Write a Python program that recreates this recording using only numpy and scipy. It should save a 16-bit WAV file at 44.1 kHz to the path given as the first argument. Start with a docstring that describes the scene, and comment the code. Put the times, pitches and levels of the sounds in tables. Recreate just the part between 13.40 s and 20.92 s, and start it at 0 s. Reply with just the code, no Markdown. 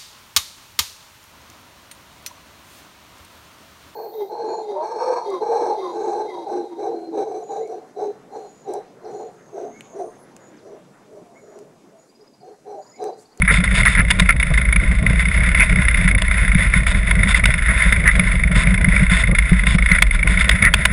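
"""On a rocky trail, a camera in a plastic housing rides downhill on a mountain bike.
Wind and rough ground shake it in a low rumble, loose parts rattle and stones crunch under the tyres.
The loose mount taps and judders, big bumps boom through the frame and the bike clacks over rocks.
The small, sharp sounds ring the housing, and the hardest blows overload the microphone."""
import sys
import numpy as np
from scipy import signal
from scipy.fft import rfft, irfft
from scipy.io import wavfile
from scipy.ndimage import uniform_filter1d

SR = 44100
rng = np.random.default_rng(int(sys.argv[2]) if len(sys.argv) > 2 else 0)


def generate_wav(signal):
    """Clip the signal to [-1, 1] and save it as 16-bit WAV at the path in sys.argv[1]."""
    frames = np.transpose(np.atleast_2d(signal))
    scaled = np.clip(frames, -1, 1) * 32767
    pcm = np.round(scaled).astype(np.int16)
    wavfile.write(sys.argv[1], SR, pcm)


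N = 331632
TIME = np.arange(N) / SR


def undb(db):
    """Turn decibels into a number to multiply by."""
    return 10 ** (np.asarray(db) / 20)


def unit(x):
    """Scale a sound to an average strength (rms) of 1."""
    return x / np.sqrt(np.mean(x ** 2) + 1e-18)


def frequencies(size):
    """The frequencies that make up a sound this many samples long."""
    return np.maximum(np.arange(size // 2 + 1) * SR / size, 1)


def tone_curve(points, size):
    """A gain for each frequency, drawn through (frequency [Hz], level [dB]) points."""
    hz, db = np.transpose(points)
    return undb(np.interp(np.log(frequencies(size)), np.log(hz), db))


def resonances(modes, size):
    """A gain with a steep peak at each pitch where an object likes to ring."""
    f = frequencies(size)
    peaks = (undb(db) ** 2 / (1 + (np.sqrt(2) * (f - hz) / width) ** 2) ** 2.5 for hz, width, db in modes)
    return np.sqrt(sum(peaks))


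def ring(x, gain):
    """Filter a sound by a gain curve so that it rings after a blow, never before."""
    cepstrum = irfft(np.log(gain + 1e-6), len(x))
    cepstrum[1:len(x) // 2] *= 2
    cepstrum[len(x) // 2 + 1:] = 0
    return irfft(rfft(x) * np.exp(rfft(cepstrum)), len(x))


def wander(rate):
    """A smooth random drift of about 1 up or down, with `rate` steps a second."""
    hold = max(int(SR / rate), 1)
    steps = np.repeat(rng.standard_normal(N // hold + 1), hold)
    return unit(uniform_filter1d(uniform_filter1d(steps, hold), hold)[:N])


def add(track, start_s, sound):
    """Mix a sound in at a given time."""
    i = max(int(start_s * SR), 0)
    track[i:i + len(sound)] += sound[:max(N - i, 0)]


def grains(rate, spread_db):
    """Tiny random hits, about `rate` a second; a wide spread makes a few stand out."""
    strength = undb(spread_db * np.minimum(rng.exponential(size=N), 4))
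    return (rng.random(N) < rate / SR) * strength * rng.choice([-1, 1], N)


def chatter(length_s, gain, rate, size, after_db=-7.5, fade_s=0.0087):
    """Two parts bounce on each other, hard for a moment and then dying away, and ring the housing."""
    count = int(size / SR * rate / 2)
    times = (np.arange(count) + np.minimum(np.arange(count), 1) * rng.uniform(-.5, .5, count)) / rate
    dying = undb(after_db) * np.exp(-np.maximum(times - length_s, 0) / fade_s)
    force = np.where(times < length_s, 1, dying)
    blows = np.zeros(size)
    blows[(times * SR).astype(int)] = force * rng.choice([-1, 1], count) * undb(2 * rng.standard_normal(count))
    sound = ring(blows, gain)
    return sound / np.sqrt(np.sum(sound ** 2) / (length_s * SR))


# where the plastic housing rings: (pitch [Hz], width [Hz], level [dB])
HOUSING_MODES = [(493, 91, -26), (657, 74, -18), (1031, 118, -13.5), (1448, 207, -5.5), (1880, 443, -4.5),
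                 (2070, 280, 2), (2417, 434, -14), (3537, 268, -19.5), (4220, 430, -44), (5060, 780, -34),
                 (6920, 890, -37), (8460, 254, -23.5), (9370, 980, -28), (9920, 282, -10),
                 (10550, 420, -23)]
def struck_housing(size, detune, scatter_db):
    """Each blow lands on a different spot with a different load, so the housing rings a bit differently."""
    modes = np.array(HOUSING_MODES, float)
    modes[:, 2] += scatter_db * rng.standard_normal(len(modes))
    modes[:, 0] += detune * modes[:, 1] * rng.standard_normal(len(modes))
    return resonances(modes, size)


# how rough the ride is, heard as loose parts rattling: (time [s], level [dB])
ROUGHNESS = [(0.0, -28), (0.08, -24), (0.86, -31.5), (1.23, -21.5), (1.65, -31.5), (1.9, -25), (2.03, -22),
             (2.83, -24.5), (3.2, -22), (3.44, -27), (4.21, -24.5), (4.96, -24.5), (5.84, -23.5),
             (6.3, -31), (6.43, -30.5), (7.52, -18.5)]
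def rattle(rough_db, jolt):
    """Chain and cables tick on between the louder taps, partly in step with the jolts."""
    ticks = grains(2500, spread_db=0.34) * jolt ** 0.53
    return undb(rough_db + 1) * unit(ring(ticks, resonances(HOUSING_MODES, N)))


# the tone of stone hits before the housing colours it: (frequency [Hz], level [dB])
STONE_TONE = [(400, 12.5), (1050, 11.5), (2100, 1.5), (3000, 17.5), (4300, 22), (6000, 12.5), (7700, 22.5),
              (9900, 5), (11000, -17.5)]
# skids on loose gravel: (time [s], level [dB], length [s])
GRAVEL_SKIDS = [(0.118, -24.5, 0.073), (0.345, -21.5, 0.078), (0.466, -29, 0.086), (3.466, -24, 0.061),
                (3.884, -20.5, 0.046), (3.944, -21.5, 0.04), (5.151, -25, 0.086), (5.699, -24, 0.13),
                (6.262, -25, 0.1), (6.728, -33, 0.031), (6.887, -35, 0.082), (6.989, -23, 0.041)]
def tyres(rough_db, jolt, skid_edge_s=0.011):
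    """Gravel crunches under the tyres in quick spurts, more on rough ground, and swishes when they skid."""
    skids = np.zeros(N)
    for start, db, length in GRAVEL_SKIDS:
        skids += undb(db) * ((TIME > start) & (TIME < start + length))
    rolling_db = -30.5 + 0.44 * (rough_db - rough_db.mean()) + 1.5 * wander(60)
    loudness = undb(rolling_db) * jolt ** 0.63 + uniform_filter1d(skids, int(skid_edge_s * SR))
    tone = resonances(HOUSING_MODES, N) * tone_curve(STONE_TONE, N)
    return unit(ring(grains(3500, spread_db=3.3), tone)) * loudness


# where the frame and mount sway: (pitch [Hz], width [Hz], level [dB])
FRAME_MODES = [(34.2, 7.3, -2), (51.4, 15.3, 0.5)]
# how hard the ground shakes the frame: (time [s], level [dB])
SHAKE_LEVELS = [(0, -17), (.9, -17), (1.3, -14.5), (2.1, -16), (2.6, -15), (5.8, -15.5), (6.8, -14.5),
                (7.52, -20)]
def shaking():
    """The ground shakes the frame; the mount stiffens at wide swings and evens them out."""
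    shake_db = np.interp(TIME, *np.transpose(SHAKE_LEVELS))
    sway = unit(ring(rng.standard_normal(N), resonances(FRAME_MODES, N)))
    swing = np.sqrt(np.abs(uniform_filter1d(sway ** 2, SR // 7)) + .02)
    return undb(shake_db) * unit(sway / swing ** .75)


# the tone of wind on the housing: (frequency [Hz], level [dB])
WIND_TONE = [(20, -13), (60, -5), (100, 1.5), (150, -2), (185, 4), (230, -12.5), (300, -20), (400, -23.5),
             (640, -17.5), (800, -35), (1200, -25), (3000, -108)]
def wind(level_db=-22.0, gust_db=2.0, swirl_db=4.0):
    """Swirls of air beat on the housing in quick gusts."""
    swirls = rng.standard_normal(N) * undb(gust_db * wander(12) + swirl_db * wander(70))
    return undb(level_db) * unit(ring(swirls, tone_curve(WIND_TONE, N)))


def tap(knock_db, size=1024, pitch_hz=2153.0, chirp_s=.011):
    """The mount hits and slips: it rings the housing and chirps briefly near its strongest pitch."""
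    t = TIME[:size]
    hz = pitch_hz * (1 + .026 * rng.standard_normal())
    swell = np.sin(np.pi * np.minimum(t / chirp_s, 1) ** .7) ** 2
    chirp = np.sqrt(2) * np.sin(2 * np.pi * (hz * t + rng.random())) * swell
    brighten = tone_curve([(1500, -0.5), (3500, 7), (8000, 1), (9900, 5.5)], size)
    shell = struck_housing(size, detune=0.24, scatter_db=2.47) * brighten
    knock = chatter(.0042, shell, rate=1500, size=size, after_db=-11, fade_s=.006)
    return undb(-2) * chirp + undb(knock_db) * knock


# hard taps of the loose mount against its stop: (time [s], level [dB])
HARD_TAPS = [(0.019, -7), (0.169, -12.5), (0.377, -12.5), (0.46, -7.5), (0.582, -9), (0.889, -8.5),
             (0.998, -12.5), (1.028, -8), (1.326, -8), (1.36, -6.5), (1.664, -9), (1.854, -14.5),
             (2.147, -8), (2.199, -22), (2.483, -5), (2.543, -9), (2.573, -9.5), (2.711, -13), (2.748, -10),
             (2.911, -14), (3.147, -6.5), (3.337, -7.5), (3.467, -11), (3.71, -4.5), (3.832, -6.5),
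             (3.944, -6), (4.038, -7.5), (4.139, -11), (4.42, -9), (4.524, -6.5), (4.675, -7),
             (4.795, -6.5), (5.035, -8.5), (5.27, -10.5), (5.444, -5), (5.563, -8.5), (5.837, -11),
             (5.985, -4.5), (6.268, -6.5), (6.46, -7.5), (6.514, -6), (6.584, -8.5), (6.709, -12),
             (6.828, -9), (6.873, -8.5), (7.009, -7.5), (7.223, -5.5), (7.248, -5)]
def mount_taps(bounce_times, rough_db, fade_db_per_s=75):
    """The loose mount taps about thirty times a second, building up to each hard tap and easing after it."""
    out = np.zeros(N)
    hard_times, hard_db = np.transpose(HARD_TAPS)
    for start, db in HARD_TAPS:
        add(out, start, undb(db - 0.5) * tap(knock_db=-3.5))
    for start in bounce_times:
        swing_db = np.max(hard_db - 7 - fade_db_per_s * np.abs(start - hard_times))
        ground_db = np.interp(start, TIME, rough_db) + 4
        db = max(swing_db, ground_db) + 3 * rng.standard_normal()
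        add(out, start, undb(db) * tap(knock_db=-4.5))
    return out


# how fast the mount bounces: (time [s], rate [bounces/s])
BOUNCE_PACE = [(0, 32), (1.5, 27), (1.9, 34), (3.2, 29), (3.8, 25), (5.2, 25), (5.8, 30), (7.5, 25)]
def light_bounces(jitter_s=.002):
    """The times when the mount bounces lightly, a little unevenly, between its hard taps."""
    hard_times = np.sort(np.array(HARD_TAPS)[:, 0])
    times = []
    for start, end in zip(hard_times, hard_times[1:]):
        rate = np.interp((start + end) / 2, *np.transpose(BOUNCE_PACE))
        gaps = max(round((end - start) * rate), 1)
        times.extend(np.linspace(start, end, gaps + 1)[1:-1])
    return np.array(times) + jitter_s * rng.standard_normal(len(times))


def jolts(bounce_times, rise_s=.004, settle_s=.008, spread_db=7.0, flutter_db=8.0):
    """Each bounce of the mount stirs all the loose parts, and they partly settle before the next."""
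    times = np.concatenate([np.array(HARD_TAPS)[:, 0], bounce_times])
    kicks = np.zeros(N)
    kicks[(times * SR).astype(int)] = undb(spread_db * rng.standard_normal(len(times)))
    softened = uniform_filter1d(kicks, int(rise_s * SR))
    stirred = signal.lfilter([1], [1, -np.exp(-1 / (settle_s * SR))], softened)
    return unit(.22 * undb(flutter_db * wander(18)) + stirred)


# big bumps that boom through the frame: (time [s], level [dB], time to fade by 60 dB [s])
BIG_BUMPS = [(0.027, -7, 0.1), (.18, -7.5, 0.3), (0.592, -5, 0.055), (.814, -4, 0.11), (2.647, -7, 0.15),
             (3.152, -0.5, 0.042), (3.361, -6.5, 0.081), (4.793, -12, 0.18), (5.476, -2, 0.093),
             (5.624, -4, 0.062), (5.715, -7, 0.12), (6.116, -0.5, 0.085), (6.346, -3, 0.079),
             (6.515, -5, 0.059)]
def bumps(pitch_hz=184.0, rise_s=0.0032, settle_s=0.0058, shove_s=0.0034):
    """A bump shoves the camera and rings the frame; the note starts low and rises as the load comes off."""
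    out, t = np.zeros(N), TIME[:SR // 4]
    shove = 0.64 * (t / shove_s) ** 2 * np.exp(-t / shove_s)
    for start, db, fade_s in BIG_BUMPS:
        hz = pitch_hz * (1 + 0.0093 * rng.standard_normal()) * (1 - 0.4 * np.exp(-t / settle_s))
        shape = (1 - np.exp(-(t / rise_s) ** 2)) * np.exp(-np.log(1000) * t / fade_s)
        boom = shape / shape.max() * np.sin(2 * np.pi * np.cumsum(hz) / SR)
        add(out, start, undb(db - 1.5) * (boom - shove))
    return out


# longer judders of the mount: (time [s], level [dB], length [s])
MOUNT_JUDDERS = [(0.077, -19, 0.04), (0.455, -17, 0.028), (0.574, -20, 0.037), (0.89, -15.5, 0.02),
                 (2.197, -16.5, 0.032), (4.283, -23.5, 0.039), (4.402, -23, 0.012), (4.657, -19, 0.043),
                 (5.711, -26, 0.039), (6.497, -24.5, 0.07), (7.238, -18.5, 0.05)]
def judders(size=8192):
    """Under heavy load the mount grinds on for a few hundredths of a second, lower in tone than a tap."""
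    out = np.zeros(N)
    body = 1 + (undb(10.5) - 1) * resonances([(1700, 1500, -0.17), (10070, 920, -1.8)], size)
    for start, db, length in MOUNT_JUDDERS:
        tone = body * struck_housing(size, detune=0.3, scatter_db=0.83)
        add(out, start, undb(db + 6.9) * chatter(length, tone, rate=500, size=size))
    return out


# hard clacks of the bike over rocks: (time [s], level [dB], length [s])
ROCK_CLACKS = [(0.453, -13, 0.00237), (0.704, -9, 0.011), (0.797, -9, 0.008), (2.82, -11, 0.0026),
               (4.056, -6.5, 0.0037), (6.622, -3, 0.0053), (7.093, -3, 0.00347), (7.339, -4, 0.0052),
               (7.453, -4, 0.0053)]
def clacks(size=2048):
    """Hard hits ring the housing's high pitches too, and a crack fills the gaps between those pitches."""
    out = np.zeros(N)
    crack = tone_curve([(400, -59), (2500, -13.0), (6000, -34.5), (11000, -28)], size)
    for start, db, length in ROCK_CLACKS:
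        tone = tone_curve(STONE_TONE, size) * struck_housing(size, detune=0.19, scatter_db=1.0) + crack
        add(out, start, undb(db) * chatter(length, tone, rate=2200, size=size, after_db=-18))
    return out


# how much left and right differ, next to what they share: (frequency [Hz], level [dB])
STEREO_WIDTH = [(60, -40), (110, -35), (190, -32.5), (330, -8.5), (590, -14.5), (1050, -27.5), (1860, -28),
                (3290, -18), (5830, -22), (10300, -34)]
def scene():
    """All the sounds of the ride together, almost the same on the left and the right."""
    rough_db = np.interp(TIME, *np.transpose(ROUGHNESS))
    bounce_times = light_bounces()
    jolt = jolts(bounce_times)
    steady = rattle(rough_db, jolt) + tyres(rough_db, jolt) + shaking() + wind()
    shared = steady + mount_taps(bounce_times, rough_db) + judders() + clacks() + bumps()
    # a faint, smeared copy of the sound makes left and right differ slightly
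    noise_burst = rng.standard_normal(N) * np.exp(-TIME / 0.0089)
    smear = np.exp(1j * np.angle(rfft(noise_burst)))
    side = irfft(rfft(shared) * smear * tone_curve(STEREO_WIDTH, N), N)
    return np.array([shared + side, shared - side])


def record(dry, mic_top_hz=10900, top_hz=16000):
    """The microphone misses the highest treble; the hardest blows overload it and spit above that limit."""
    heard = signal.sosfilt(signal.ellip(6, .3, 50, mic_top_hz, fs=SR, output="sos"), dry)
    clipped = np.clip(heard, -1, 1)
    return signal.sosfilt(signal.ellip(8, .1, 70, top_hz, fs=SR, output="sos"), clipped)


dry = scene()
out = record(dry)
generate_wav(out)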